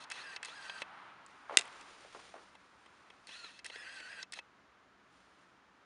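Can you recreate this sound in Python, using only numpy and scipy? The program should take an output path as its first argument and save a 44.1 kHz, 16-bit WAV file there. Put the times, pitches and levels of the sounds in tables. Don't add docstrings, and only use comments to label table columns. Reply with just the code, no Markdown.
import sys
import numpy as np
from scipy import signal
from scipy.fft import rfft, irfft
from scipy.io import wavfile
from scipy.ndimage import uniform_filter1d

SR = 44100
rng = np.random.default_rng(int(sys.argv[2]) if len(sys.argv) > 2 else 0)


def put_to_file(sound):
    columns = np.atleast_2d(sound).T
    safe = np.clip(columns, -1, 1)
    whole_steps = np.round(safe * 32767)
    wavfile.write(sys.argv[1], SR, whole_steps.astype(np.int16))


def magnitude_from_level(level_db):
    exponent = np.asarray(level_db, float) / 20
    return 10 ** exponent


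N = 257984
T = np.arange(N) / SR

# on_s, off_s
POWER_SPELLS = [
    (-.1, .046),
    (.101, .368),
    (.429, .826),
    (3.270, 3.598),
    (3.645, 4.236),
    (4.322, 4.394),
]
# time_s, tooth_rate_hz
GEAR_SPEEDS = [
    [(.14, 860), (.195, 1250), (.245, 1740), (.275, 1610), (.36, 1530)],
    [(.47, 900), (.525, 1350), (.555, 1640), (.62, 1600), (.68, 1520), (.73, 1620), (.82, 1490)],
    [(3.298, 830), (3.32, 1050), (3.345, 1310), (3.39, 1455), (3.445, 1380), (3.475, 1270), (3.51, 680)],
    [(3.72, 1320), (3.77, 1740), (3.822, 1720), (3.858, 1520), (3.91, 1650), (4.03, 1490), (4.07, 1510),
     (4.125, 1680), (4.23, 1510)],
    [(4.361, 1310), (4.37, 1350), (4.379, 1290)],
]
# hiss_at_cruise_db, barrel_rattle_db
DRIVE_EFFORT = [(-65, -57.5), (-60.5, -60.5), (-66.5, -59), (-63.5, -60.5), (-62, -61), (-65, -61.5)]
# freq_hz, density_db
DRIVE_COLOUR = [(120, -52.5), (200, -33), (520, -14), (1200, -15.5), (1550, -6), (1900, -1.5),
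                (2200, -14.5), (2650, -3.5), (3700, -35.5), (4760, -22.5), (5530, -40.5), (9780, -28),
                (11000, -62), (14300, -74), (22000, -120)]
# freq_hz, width_hz, level_db
BARREL_MODES = [(446, 44, -10.5), (990, 300, -10), (1992, 310, -9.5), (2617, 57, 3), (3230, 350, -3.5),
                (4133, 420, -1), (5550, 220, -3), (5630, 160, -3), (6360, 500, -9.5), (7060, 520, -14.5),
                (8400, 430, -14.5), (9070, 180, -11), (9970, 330, -15)]
# multiple, level_re_unflared_third_db
OVERTONES = [(2, 3), (4, -6), (5, -4), (6, -9)]

# freq_hz, density_db
QUIET_COLOUR = [(21, -53), (35, -28.5), (59, -10.5), (81, -9), (102, -16), (133, -6.5), (157, -22.5),
                (182, -4), (236, -11), (266, -6), (472, -12), (1410, -7.5), (2230, -16), (6670, -30),
                (10500, -40), (13600, -81), (22000, -120)]
# freq_hz, density_db
TRAFFIC_COLOUR = [(88, -37.5), (150, -12.5), (230, -16.5), (313, -14), (449, -15), (846, -3.5), (1300, -1),
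                  (3760, -20.5), (7980, -39.5), (9000, -32.5), (11700, -64.5), (19800, -120)]
# time_s, level_db
TRAFFIC_LEVELS = [(0, -57.5), (.9, -55), (1.4, -58), (1.6, -54.5), (2.3, -64.5), (2.5, -66.5), (3.2, -68.5),
                  (3.6, -78), (5.05, -77), (5.85, -73)]
# start_s, length_s, level_db
SLEEVE_MOVES = [
    (1.284, .2, -71),
    (1.545, 0.737, -60.5),
    (2.354, 0.105, -65.5),
    (2.602, .7, -72),
    (5.141, .28, -73.5),
]

# thud_db, edge_db, tick_db, t60_ms, rise_ms
JOLT = (-15, -2.5, -3.5, 28, 1.04)
SLAP = (-39, -2, -3, 37, 2.5)
STOP = (-17, 6.5, -20, 39, 0.5)
BUMP = (-7.5, -22, -20, 26, 1)
TICK = (-4, -9.5, -4, 35, 2.5)
# start_s, peak_db, hardness_db
JOLTS = [(0.1, -38.5, 4), (0.4281, -30, -3), (3.2695, -47.5, 6.5), (3.644, -38, 2.5), (4.3215, -41.5, 9)]
# start_s, peak_db, hardness_db
SLAPS = [(0.1114, -33, -10), (0.1159, -31.5, 0.5), (0.4464, -35.5, 4.5), (0.454, -39, 4.5),
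         (3.3064, -53, -9), (3.6548, -35.5, -13), (3.6606, -37, 3), (4.3303, -36, -8), (4.3349, -39, 5)]
# start_s, peak_db, hardness_db
STOPS = [(0.039, -49, -1), (0.3614, -33.5, -2.5), (3.59, -45, -2.5), (4.2277, -34.5, -1.5)]
# start_s, peak_db, hardness_db
BUMPS = [(.4832, -40.5, 4), (.6954, -32.5, -1), (0.7706, -54, 8), (0.818, -27, 4.5), (3.1007, -45, 3),
         (3.29, -41, -5), (3.4434, -40, -5), (3.699, -36, -3), (3.7573, -37, -9), (4.0008, -40.5, 9),
         (4.3879, -34, -3.5)]
# start_s, peak_db, hardness_db
TICKS = [(1.261, -56.5, 13), (1.6515, -43.5, 0), (1.6754, -43.5, -3.5), (1.809, -50, 6.5), (2.079, -57, -6),
         (2.5505, -48.5, -7.5), (2.8583, -50.5, -5)]

# start_s, peak_db, centre_hz, t60_ms
CREAKS = [(1.495, -30.5, 1247, 47), (1.503, -47, 1200, 41), (1.508, -33.5, 439, 28),
          (1.519, -35.5, 540, 170), (1.526, -41, 705, 59), (1.533, -58, 596.7, 65), (1.54, -36, 663.3, 89),
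          (1.592, -36, 454.7, 100), (2.046, -44.5, 650, 75), (2.147, -39.5, 600, 83), (2.161, -43, 587, 63),
          (2.19, -46.5, 830, 64), (2.339, -38, 930, 29), (2.35, -45.5, 450, 205), (2.55, -50, 854, 47),
          (4.372, -46.5, 514, 53)]
# start_s, peak_db, brightness_0_to_1
SNAP_CONTACTS = [
    (1.5712, -.5, 1),
    (1.5737, -16, .2),
    (1.5856, -25, .5),
    (1.5870, -21, 1),
    (1.5920, -22, 1),
    (1.5950, -29, .3),
    (1.6105, -30, .8),
    (1.619, -36, .1),
]
# freq_hz, level_db, t60_s
SNAP_MODES = [(400, -16, .010), (650, -15, .009), (1500, -9, .007), (1990, -7, .013), (2540, -2.5, .011),
              (2800, -3.5, .013), (3250, -6, .008), (3720, -1, .012), (4250, -7, .006), (5020, -1, .007),
              (6470, 0, .007), (7550, 1.5, .007), (8700, -2, .005), (9600, -2, .006)]


def level(x, db):
    return x * magnitude_from_level(db) / np.sqrt(np.mean(x ** 2))


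def colour(points):
    point_hz, point_db = np.transpose(points)
    hz = np.maximum(np.arange(N // 2 + 1) * SR / N, 1)
    gain = magnitude_from_level(np.interp(np.log(hz), np.log(point_hz), point_db))
    return level(irfft(rfft(rng.standard_normal(N)) * gain, N), 0)


def band(x, hz, width_hz):
    return signal.lfilter(*signal.iirpeak(hz, hz / width_hz, fs=SR), x)


def walk(rate_hz):
    hold = int(SR / rate_hz)
    steps = np.repeat(rng.standard_normal(N // hold + 1), hold)
    smooth = uniform_filter1d(uniform_filter1d(steps, hold), hold)
    return level(smooth[:N], 0)


def burst(start_s, rise_ms, t60_ms):
    t = np.arange(int(.2 * SR)) / SR
    rise = np.minimum(t / max(rise_ms / 1000, 1e-4), 1)
    decay = magnitude_from_level(-60 * np.maximum(t - rise_ms / 1000, 0) / max(t60_ms / 1000, .003))
    first = int(start_s * SR)
    return slice(first, first + len(t)), rise * decay


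def barrel(x):
    return sum((-1) ** k * magnitude_from_level(db) * band(x, hz, width_hz)
               for k, (hz, width_hz, db) in enumerate(BARREL_MODES))


def powered():
    on = sum((T > on_s) & (T < off_s) for on_s, off_s in POWER_SPELLS) * 1.
    return signal.lfilter([.01], [1, -.99], on)


def tooth_whine(tooth_hz):
    wobble = .010 * walk(300) + .009 * walk(60)
    phase = 2 * np.pi * np.cumsum(tooth_hz * (1 + wobble)) / SR + .2 * walk(900)
    tone_db = -53 + 26 * np.minimum(np.log2(tooth_hz / 1580), 0)
    third_db = -66
    flare_db = 12.5 * np.exp(-((tooth_hz - 1200) / 360) ** 2)
    partials = [(1, tone_db), (3, third_db + flare_db)]
    partials += [(k, third_db + db) for k, db in OVERTONES]
    whine = sum(magnitude_from_level(db + 3.5 * walk(150)) * np.sin(k * phase) for k, db in partials)
    return whine - .5 * barrel(whine)


def motor():
    starts_s = np.array(POWER_SPELLS)[:, 0]
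    spell = np.searchsorted(starts_s, T) - 1
    hiss_db, rattle_db = np.array(DRIVE_EFFORT)[spell].T
    gears_on = sum((T > g[0][0]) & (T < g[-1][0]) for g in GEAR_SPEEDS) * 1.
    turning = uniform_filter1d(gears_on, size=600)
    tooth_hz = np.interp(T, *np.transpose(np.vstack(GEAR_SPEEDS)))
    hiss_db = hiss_db - 10.5 * (1 - turning * np.minimum(tooth_hz / 1580, 1))
    rattle_db = rattle_db + 6 * np.exp(-(T - starts_s[spell]) / .06)
    grit = magnitude_from_level(1.08 * walk(300))
    hiss = magnitude_from_level(7.5) * colour(DRIVE_COLOUR) * magnitude_from_level(hiss_db + 2.36 * walk(40))
    rattle = level(barrel(rng.standard_normal(N) * grit), 0) * magnitude_from_level(rattle_db + 2.0 * walk(30.027))
    return powered() * (hiss + rattle + turning * tooth_whine(tooth_hz))


def sleeve():
    rise_db_s, fall_db_s = 142.5, 77
    moves_db = [db - rise_db_s * np.maximum(s - T, 0) - fall_db_s * np.maximum(T - s - length_s, 0)
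                for s, length_s, db in SLEEVE_MOVES]
    cloth = colour([(200, -10), (400, 0.0), (900, -5), (2500, -2.0), (5000, -6.5),
                    (7300, -11.0), (9300, -12.0), (11000, -22)])
    return cloth * magnitude_from_level(np.max(moves_db, axis=0) + 1.0 * walk(18) + 1.2 * walk(200))


def garage():
    still = level(colour(QUIET_COLOUR) * magnitude_from_level(0.34 * walk(4.3)), -66)
    traffic_db = np.interp(T, *np.transpose(TRAFFIC_LEVELS))
    traffic = colour(TRAFFIC_COLOUR) * magnitude_from_level(traffic_db + 1.9 * walk(5.3))
    air = still + traffic + sleeve()
    return air - 0.72 * band(air, 7930, 600)


def knocks():
    out = np.zeros(N)
    kinds = [(JOLT, JOLTS), (SLAP, SLAPS), (STOP, STOPS), (BUMP, BUMPS), (TICK, TICKS)]
    for (thud_db, edge_db, tick_db, t60_ms, rise_ms), rows in kinds:
        for start_s, peak_db, hard_db in rows:
            at, env = burst(start_s, rise_ms, t60_ms)
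            blow = env * rng.standard_normal(len(env))
            body = barrel(blow) + 0.25 * blow
            ring = band(band(body, 1550, 1840), 1950, 2300)
            thud = band(band(blow, 533, 280) + band(blow, 990, 300), 400, 890)
            edge = band(band(env ** 1.1 * body, 4270, 2050), 4640, 2200)
            tick = band(band(env ** 3.8 * blow, 8500, 1800), 7000, 2500)
            parts = [(0, ring), (thud_db, thud), (edge_db + hard_db, edge), (tick_db + 1.09 * hard_db, tick)]
            out[at] += sum(magnitude_from_level(peak_db + db) * part / np.abs(part).max() for db, part in parts)
    return out


def creaks():
    out = np.zeros(N)
    for start_s, peak_db, hz, t60_ms in CREAKS:
        at, env = burst(start_s, 0.91, t60_ms)
        slip = env * rng.standard_normal(len(env))
        thud = band(band(band(slip, hz, 900), 720, 1500), 720, 1800)
        out[at] += magnitude_from_level(peak_db) * thud / np.abs(thud).max()
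    return out


def snap():
    t = np.arange(int(.06 * SR)) / SR
    hz, mode_db, t60_s = np.transpose(SNAP_MODES)[:, :, None]
    signs = (-1.) ** np.arange(len(hz))[:, None]
    modes = magnitude_from_level(-60 * t / t60_s) * np.sin(2 * np.pi * hz * t)
    onset = 1 - np.exp(-1000 * t / .3)
    out = np.zeros(N)
    for start_s, peak_db, bright in SNAP_CONTACTS:
        loss_db = 12 * (1 - bright) * np.maximum(np.log2(hz / 2500), 0)
        ring = np.sum(signs * magnitude_from_level(mode_db - loss_db) * modes, axis=0) * onset
        first = int(start_s * SR)
        out[first:first + len(t)] += magnitude_from_level(peak_db) * ring / np.abs(ring).max()
    snap_s = SNAP_CONTACTS[0][0]
    at, env = burst(snap_s, 0.51, 6)
    out[at] += env * level(band(rng.standard_normal(len(env)), 7400, 9000), -14)
    at, env = burst(snap_s, 3, 140)
    out[at] += env * level(band(rng.standard_normal(len(env)), 1900, 4496), -38.5)
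    return out


def snap_jolt():
    return magnitude_from_level(-48) * np.exp(-((T - SNAP_CONTACTS[0][0] - .001) / 0.0016) ** 2)


def scene():
    body = motor() + knocks() + creaks() + snap()
    low_cut = signal.butter(2, 260, "high", fs=SR, output="sos")
    return (signal.sosfilt(low_cut, body) + snap_jolt() + garage())[None]


def low_pass(x):
    return signal.sosfilt(signal.butter(12, 11200, fs=SR, output="sos"), x)


def record(dry):
    overload = 0.8
    x = overload * np.tanh(dry / overload)
    x = signal.sosfilt(signal.butter(6, 10400, fs=SR, output="sos"), x)
    x = signal.sosfilt(signal.ellip(10, .5, 80, 10900, fs=SR, output="sos"), x)
    return low_pass(x)


dry = scene()
out = record(dry)
put_to_file(out)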